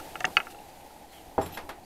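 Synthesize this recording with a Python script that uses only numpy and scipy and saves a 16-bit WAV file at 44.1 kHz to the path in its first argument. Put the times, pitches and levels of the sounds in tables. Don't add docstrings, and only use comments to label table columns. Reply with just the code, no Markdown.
import sys
import numpy as np
from scipy import signal
from scipy.io import wavfile
from scipy.ndimage import uniform_filter1d

SR = 44100
rng = np.random.default_rng(int(sys.argv[2]) if len(sys.argv) > 2 else 0)


def output_pcm(signal):
    pcm = np.clip(np.atleast_2d(signal).T, -1, 1) * 32767
    wavfile.write(sys.argv[1], SR, np.round(pcm).astype(np.int16))


N = 81585


def amp(db):
    return 10 ** (np.asarray(db) / 20)


def evened(x):
    return x / np.sqrt(np.mean(x ** 2) + 1e-20)


def read(points, hz):
    f, value = np.transpose(points)
    return np.interp(np.log(hz + 1), np.log(f + 1), value)


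def add(mix, s, sound):
    part = mix[max(round(s * SR), 0):][:len(sound)]
    part += sound[:len(part)]


def noise(spectrum, length, size, patch_db=0., flicker_db=0., t60=None):
    hop = size // 4
    hz = np.fft.rfftfreq(size, 1 / SR)
    frames = length // hop + 5
    real, imaginary, patches = rng.standard_normal((frames, len(hz), 3)).T
    patches = uniform_filter1d(patches, size=8, axis=0)
    patches = evened(uniform_filter1d(patches, size=10, axis=1))
    flicker = evened(uniform_filter1d(rng.standard_normal(frames), size=4))
    colour_db = read(spectrum, hz)
    db = colour_db[:, None] + patch_db * patches + flicker_db * flicker
    steady = np.sqrt(np.mean(amp(2 * colour_db)))
    if t60:
        frame_s = np.arange(frames) * hop / SR
        db = db - 60 * frame_s / read(t60, hz)[:, None]
    spectra = (real + 1j * imaginary) * amp(db) / steady
    sound = signal.istft(spectra, nperseg=size, noverlap=size - hop)[1]
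    return sound[:length] / np.sqrt(size)


def ring(modes, level_db, centre_hz, spread, signs):
    hz, db, t60 = np.transpose(modes)[:, :, None]
    t = np.arange(int(.4 * SR)) / SR
    weight_db = db - 12 * (np.log2(hz / centre_hz) / spread) ** 2
    sines = signs[:, None] * amp(weight_db - 60 * t / t60) * np.sin(2 * np.pi * hz * t)
    return amp(level_db) * sines.sum(0) / np.sqrt(amp(2 * weight_db).sum())


# (f/Hz, relative level/dB per Hz)
ROAR_COLOUR = [(15, 6), (25, -16), (54, -2), (97, -11), (202, -10.5), (356, -5), (401, -13), (430, -8.5),
               (565, -8), (824, -1.5), (1010, -16), (1500, -46), (1950, -26), (2500, -72)]
# (f/Hz, relative level/dB per Hz)
HISS_COLOUR = [(590, -32), (1000, -4.5), (1860, -1), (2290, -2), (4450, -5.5), (4880, -6), (5290, -7.5),
               (12400, -8), (15600, -6.5)]
# (t/s, roar level/dB, hiss level/dB)
FLAME_LEVELS = [(0, -46, -48.5), (.19, -45.5, -50), (.36, -48, -50), (.54, -48.5, -54), (1.04, -50, -56),
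                (1.09, -51, -58), (1.14, -51.5, -54.5), (1.35, -49, -56), (1.65, -47, -57),
                (1.85, -49.5, -59)]
# (start t/s, length/s, top level/dB)
GAS_PUFFS = [(0.503, 0.035, -48.5), (1.116, 0.089, -54.5)]
ROAR_PATCH_DB = 1.5
HISS_PATCH_DB, HISS_FLICKER_DB = .4, .5


def burner():
    s, roar_db, hiss_db = np.transpose(FLAME_LEVELS)
    t = np.arange(N) / SR
    roar = evened(noise(ROAR_COLOUR, N, size=2048, patch_db=ROAR_PATCH_DB))
    colour = [(500, -62)] + HISS_COLOUR
    hiss = evened(noise(colour, N, size=512, patch_db=HISS_PATCH_DB, flicker_db=HISS_FLICKER_DB))
    puff_level = np.zeros(N)
    for start, length, db in GAS_PUFFS:
        progress = np.clip((t - start) / length, 0, 1)
        puff_level += amp(db) * np.sin(np.pi * progress ** 0.45)
    puffs = puff_level * evened(noise(colour, N, size=512))
    return amp(np.interp(t, s, roar_db)) * roar + amp(np.interp(t, s, hiss_db)) * hiss + puffs


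# (start t/s, length/s, from f/Hz, to f/Hz, level/dB)
BIRD_NOTES = [(1.085, .045, 4250, 3950, -62), (1.125, .085, 3300, 2950, -58), (.685, .025, 4800, 4750, -65),
              (.752, .012, 4400, 4300, -63), (1.83, .04, 4600, 4400, -62)]
BIRD_WIDTH_HZ = 350


def bird():
    out = np.zeros(N)
    for s, length, from_hz, to_hz, db in BIRD_NOTES:
        t = np.arange(0, length, 1 / SR)
        turns = np.cumsum(from_hz + (to_hz - from_hz) * t / length) / SR
        slow = uniform_filter1d(rng.standard_normal((2, SR // 4)), int(SR / BIRD_WIDTH_HZ))
        a, b = evened(slow)[:, :len(t)]
        whistle = ((a + 1j * b) * np.exp(2j * np.pi * turns)).real
        add(out, s, amp(db) * np.sin(np.pi * t / length) ** .5 * whistle)
    return out


# (t/s, level/dB before TICK_DB is added)
TICK_TIMES = [(0.427, -40), (0.4495, -44), (0.4744, -45), (0.499, -41), (0.521, -42), (0.5452, -39.5),
              (0.586, -40.5), (0.626, -56)]
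TICK_HZ, TICK_S, TICK_DB = 2750, 0.0068, -7


def ticks():
    out = np.zeros(N)
    t = np.arange(0, TICK_S, 1 / SR)
    tick = np.sin(np.pi * t / TICK_S) ** 2 * np.sin(2 * np.pi * TICK_HZ * t)
    for s, db in TICK_TIMES:
        add(out, s, amp(db + TICK_DB) * tick)
    return out


# (t/s, level/dB)
SCRAPE_LEVELS = [(1.385, -59), (1.42, -51), (1.47, -51.5), (1.51, -52), (1.56, -48), (1.622, -54.5),
                 (1.671, -78)]
# (f/Hz, relative level/dB per Hz)
SCRAPE_SPECTRUM = [(300, 3), (1000, -1), (2500, -1), (4000, -7), (6000, -11.5), (15000, -21.5)]


def scrape():
    s, db = np.transpose(SCRAPE_LEVELS)
    level = amp(np.interp(np.arange(N) / SR, s, db, left=-120, right=-120))
    return level * evened(noise(SCRAPE_SPECTRUM, N, size=256, patch_db=1.2, flicker_db=1.2))


# (t/s, level/dB, centre f/Hz, spread/octaves, time for chatter to fall 20 dB/s)
HANDLE_JOLTS = [(1.4143, -35.5, 5400, 1.6, 0.068), (1.419, -37, 9000, 0.37, 0.066),
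                (1.461, -37, 11800, 0.45, 0.047), (1.5237, -37, 12600, 0.18, 0.047),
                (1.4613, -36, 3600, 0.61, 0.021), (1.542, -39.5, 4050, 0.88, 0.037),
                (1.547, -39.5, 11500, 0.55, 0.026)]
# (f/Hz, relative level/dB, time to fall 60 dB/s)
COIL_MODES = [(3330, -3, .02), (3910, -4, .02), (5380, -9, .06), (7150, -8, .025), (7470, -3, .045),
              (8150, -9, .025), (10300, -8, .02), (10800, -1, .03), (12250, 0, .03), (12700, -4, .03),
              (13000, -6, .03), (13400, -6, .03), (14300, -6, .03)]
CHATTER_PER_S = 2100
JOLT_SCUFF_DB, JOLT_SCUFF_T60 = -15.5, 0.063


def handle():
    out = np.zeros(N)
    t = np.arange(SR // 8) / SR
    for s, db, hz, spread, chatter_s in HANDLE_JOLTS:
        chance, strength = rng.random((2, len(t)))
        touches = (chance < CHATTER_PER_S / SR) * (2 * strength - 1) * amp(-20 * t / chatter_s)
        rings = ring(COIL_MODES, db, hz, spread, rng.choice([-1., 1.], len(COIL_MODES)))
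        add(out, s, signal.fftconvolve(rings, touches / np.linalg.norm(touches)))
        scuff = amp(db + JOLT_SCUFF_DB - 60 * t / JOLT_SCUFF_T60) * rng.standard_normal(len(t))
        add(out, s, scuff)
    return out


def struck(modes, t):
    hz, db, t60 = np.transpose(modes)[:, :, None]
    return (amp(db - 60 * t / t60) * np.sin(2 * np.pi * hz * t)).sum(0)


GLIDE = 0.6
CRACK_T60, CRACK_WIDE_DB = .011, -20


def clicks(events, modes, high_modes):
    out = np.zeros(N)
    t = np.arange(SR // 10) / SR
    body, high = struck(modes, t), struck(high_modes, t)
    for s, peak_db, contact_hz, contact_s, crack_db in events:
        progress = t[t < contact_s] / contact_s
        turns = np.cumsum(contact_hz * (1 + GLIDE * (1 - 2 * progress))) / SR
        contact = np.sin(np.pi * progress) ** 2 * np.sin(2 * np.pi * turns)
        click = np.convolve(body, contact)[:len(t)]
        fade = amp(crack_db - 60 * t / CRACK_T60) * np.minimum(t / .001, 1)
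        grit = fade * rng.standard_normal(len(t))
        crack = signal.fftconvolve(grit, high / np.linalg.norm(high))[:len(t)]
        crack = crack + amp(CRACK_WIDE_DB) * grit
        add(out, s, amp(peak_db) * click / abs(click).max() + crack)
    return out


# (t/s, peak level without crack/dB, middle contact f/Hz, contact time/s, crack level/dB)
LATCH_CLICKS = [(.001, -32, 1600, 0.0012, -40), (0.1555, -22, 2050, 0.0013, -58),
                (0.3684, -2.5, 2320, 0.0025, -23), (0.4017, -18.5, 2140, 0.0021, -44),
                (0.469, -31.5, 1760, 0.00208, -64), (.546, -44, 1520, 0.0018, -75),
                (.905, -46, 1270, 0.0019, -62)]
# (f/Hz, relative level/dB, time to fall 60 dB/s)
LATCH_MODES = [(830, 15.5, 0.038), (1180, 4.5, 0.034), (1304, 5.5, 0.05), (1377, 9.5, 0.045),
               (1584, -4.5, 0.059), (1690, -1.5, 0.036), (2020, -2, 0.031), (2200, 1.5, 0.025),
               (2385, 0.5, 0.016), (2557, 2.5, 0.047), (2800, 7, 0.018), (2870, 4.5, 0.0233),
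               (3170, -11, 0.044)]
# (f/Hz, level/dB, time/s)
LATCH_HIGH_MODES = [(4515, -10, .019), (5500, -11, .006), (6200, -12, .008)]
# (t/s, peak level without crack/dB, middle contact f/Hz, contact time/s, crack level/dB)
CATCH_SLIPS = [(0.2048, -25.5, 3100, 0.00092, -27.5), (.2072, -20.5, 1890, 0.0009, -53),
               (.2095, -33.5, 1040, 0.0013, -63), (0.2437, -10.5, 1704, 0.00209, -60),
               (0.2513, -13, 2510, 0.00163, -20)]
# (f/Hz, relative level/dB, time to fall 60 dB/s)
CATCH_MODES = [(745, 5, .07), (890, -2, .05), (1236, -2, .043), (1382, -6, .05), (1620, -8, .04),
               (1770, 0, .03), (1885, 0, .03), (2150, -4, .02), (2730, 6, .014), (3300, -3, .012)]
# (f/Hz, level/dB, time/s)
CATCH_HIGH_MODES = [(4450, -18, .012), (5150, -10, .011), (5860, -15, .012), (6330, -9, .013),
                    (6640, -15, .01), (7300, -17, .009)]


def latch():
    latch_sound = clicks(LATCH_CLICKS, LATCH_MODES, LATCH_HIGH_MODES)
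    return latch_sound + clicks(CATCH_SLIPS, CATCH_MODES, CATCH_HIGH_MODES)


# (t/s, boom level/dB, boom centre f/Hz, spread/octaves, clang level/dB, clang centre f/Hz)
DOOR_BLOWS = [(.2445, -31, 337, 1.24, -36, 604), (.266, -45, 500, 1.46, -31, 1020),
              (0.371, -41, 398, 1.4, -28.5, 1480), (1.3803, -13, 560, 1.9, -22.5, 680),
              (1.412, -35, 298, 1, -27.5, 1130), (1.459, -40, 204, 0.93, -37, 1550),
              (1.5726, -30, 1823, 1.08, -29, 1710), (1.6912, -34, 1810, 1.03, -30.5, 1780)]
# (f/Hz, relative level/dB, time to fall 60 dB/s)
PANEL_MODES = [(75, 11, .1), (86, 7, 0.5), (168, -7, 0.3), (286, -7, 0.13), (396, -6.5, .18),
               (484, -4, 0.09), (508, -6, .09), (642.8, -3, .14), (795, 2, 0.105), (854, -7, 0.15),
               (916, -6, .07), (1090, -14, 0.069), (1200, -13, 0.056), (1500, -11, 0.043),
               (1640, -10, 0.074), (1840, -14.5, 0.1), (2105, -14, 0.081), (2584, -16.5, 0.097),
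               (3340, -12.5, 0.086), (4400, -13, .1)]
# (f/Hz, relative level/dB per Hz)
CLANG_COLOUR = [(60, 12), (300, 3), (775, -1.5), (2320, -21.5), (4540, -18), (6840, -19), (13400, -3),
                (15500, -46)]
# (f/Hz, time to fall 60 dB/s)
CLANG_DECAY = [(100, 0.9), (500, 0.12), (2000, 0.24), (6000, 0.1), (12000, 0.091)]
BLOW_RISE_S = 0.00087
CLANG_FALL_DB = 3


def door():
    out = np.zeros(N)
    for s, db, hz, spread, clang_db, clang_hz in DOOR_BLOWS:
        boom = ring(PANEL_MODES, db, hz, spread, np.ones(len(PANEL_MODES)))
        t = np.arange(len(boom)) / SR
        rise = np.sin(np.pi / 2 * np.minimum(t / BLOW_RISE_S, 1)) ** 2
        add(out, s, boom * rise)
        colour = [(f, g - CLANG_FALL_DB * np.log2(f / clang_hz) ** 2) for f, g in CLANG_COLOUR]
        clang = noise(colour, SR // 3, size=256, t60=CLANG_DECAY)
        add(out, s, amp(clang_db) * clang * rise[:SR // 3])
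    return out


def scene():
    return (burner() + bird() + ticks() + scrape() + handle() + latch() + door())[None]


ROLL_HZ, EDGE_HZ = 14800, 15750


def record(dry):
    gentle = signal.firwin(numtaps=31, cutoff=ROLL_HZ, fs=SR)
    steep = signal.firwin(511, EDGE_HZ, window=("kaiser", 9), fs=SR)
    soft = signal.oaconvolve(dry, gentle[None], "same")
    return signal.oaconvolve(soft, steep[None], "same")


dry = scene()
out = record(dry)
output_pcm(out)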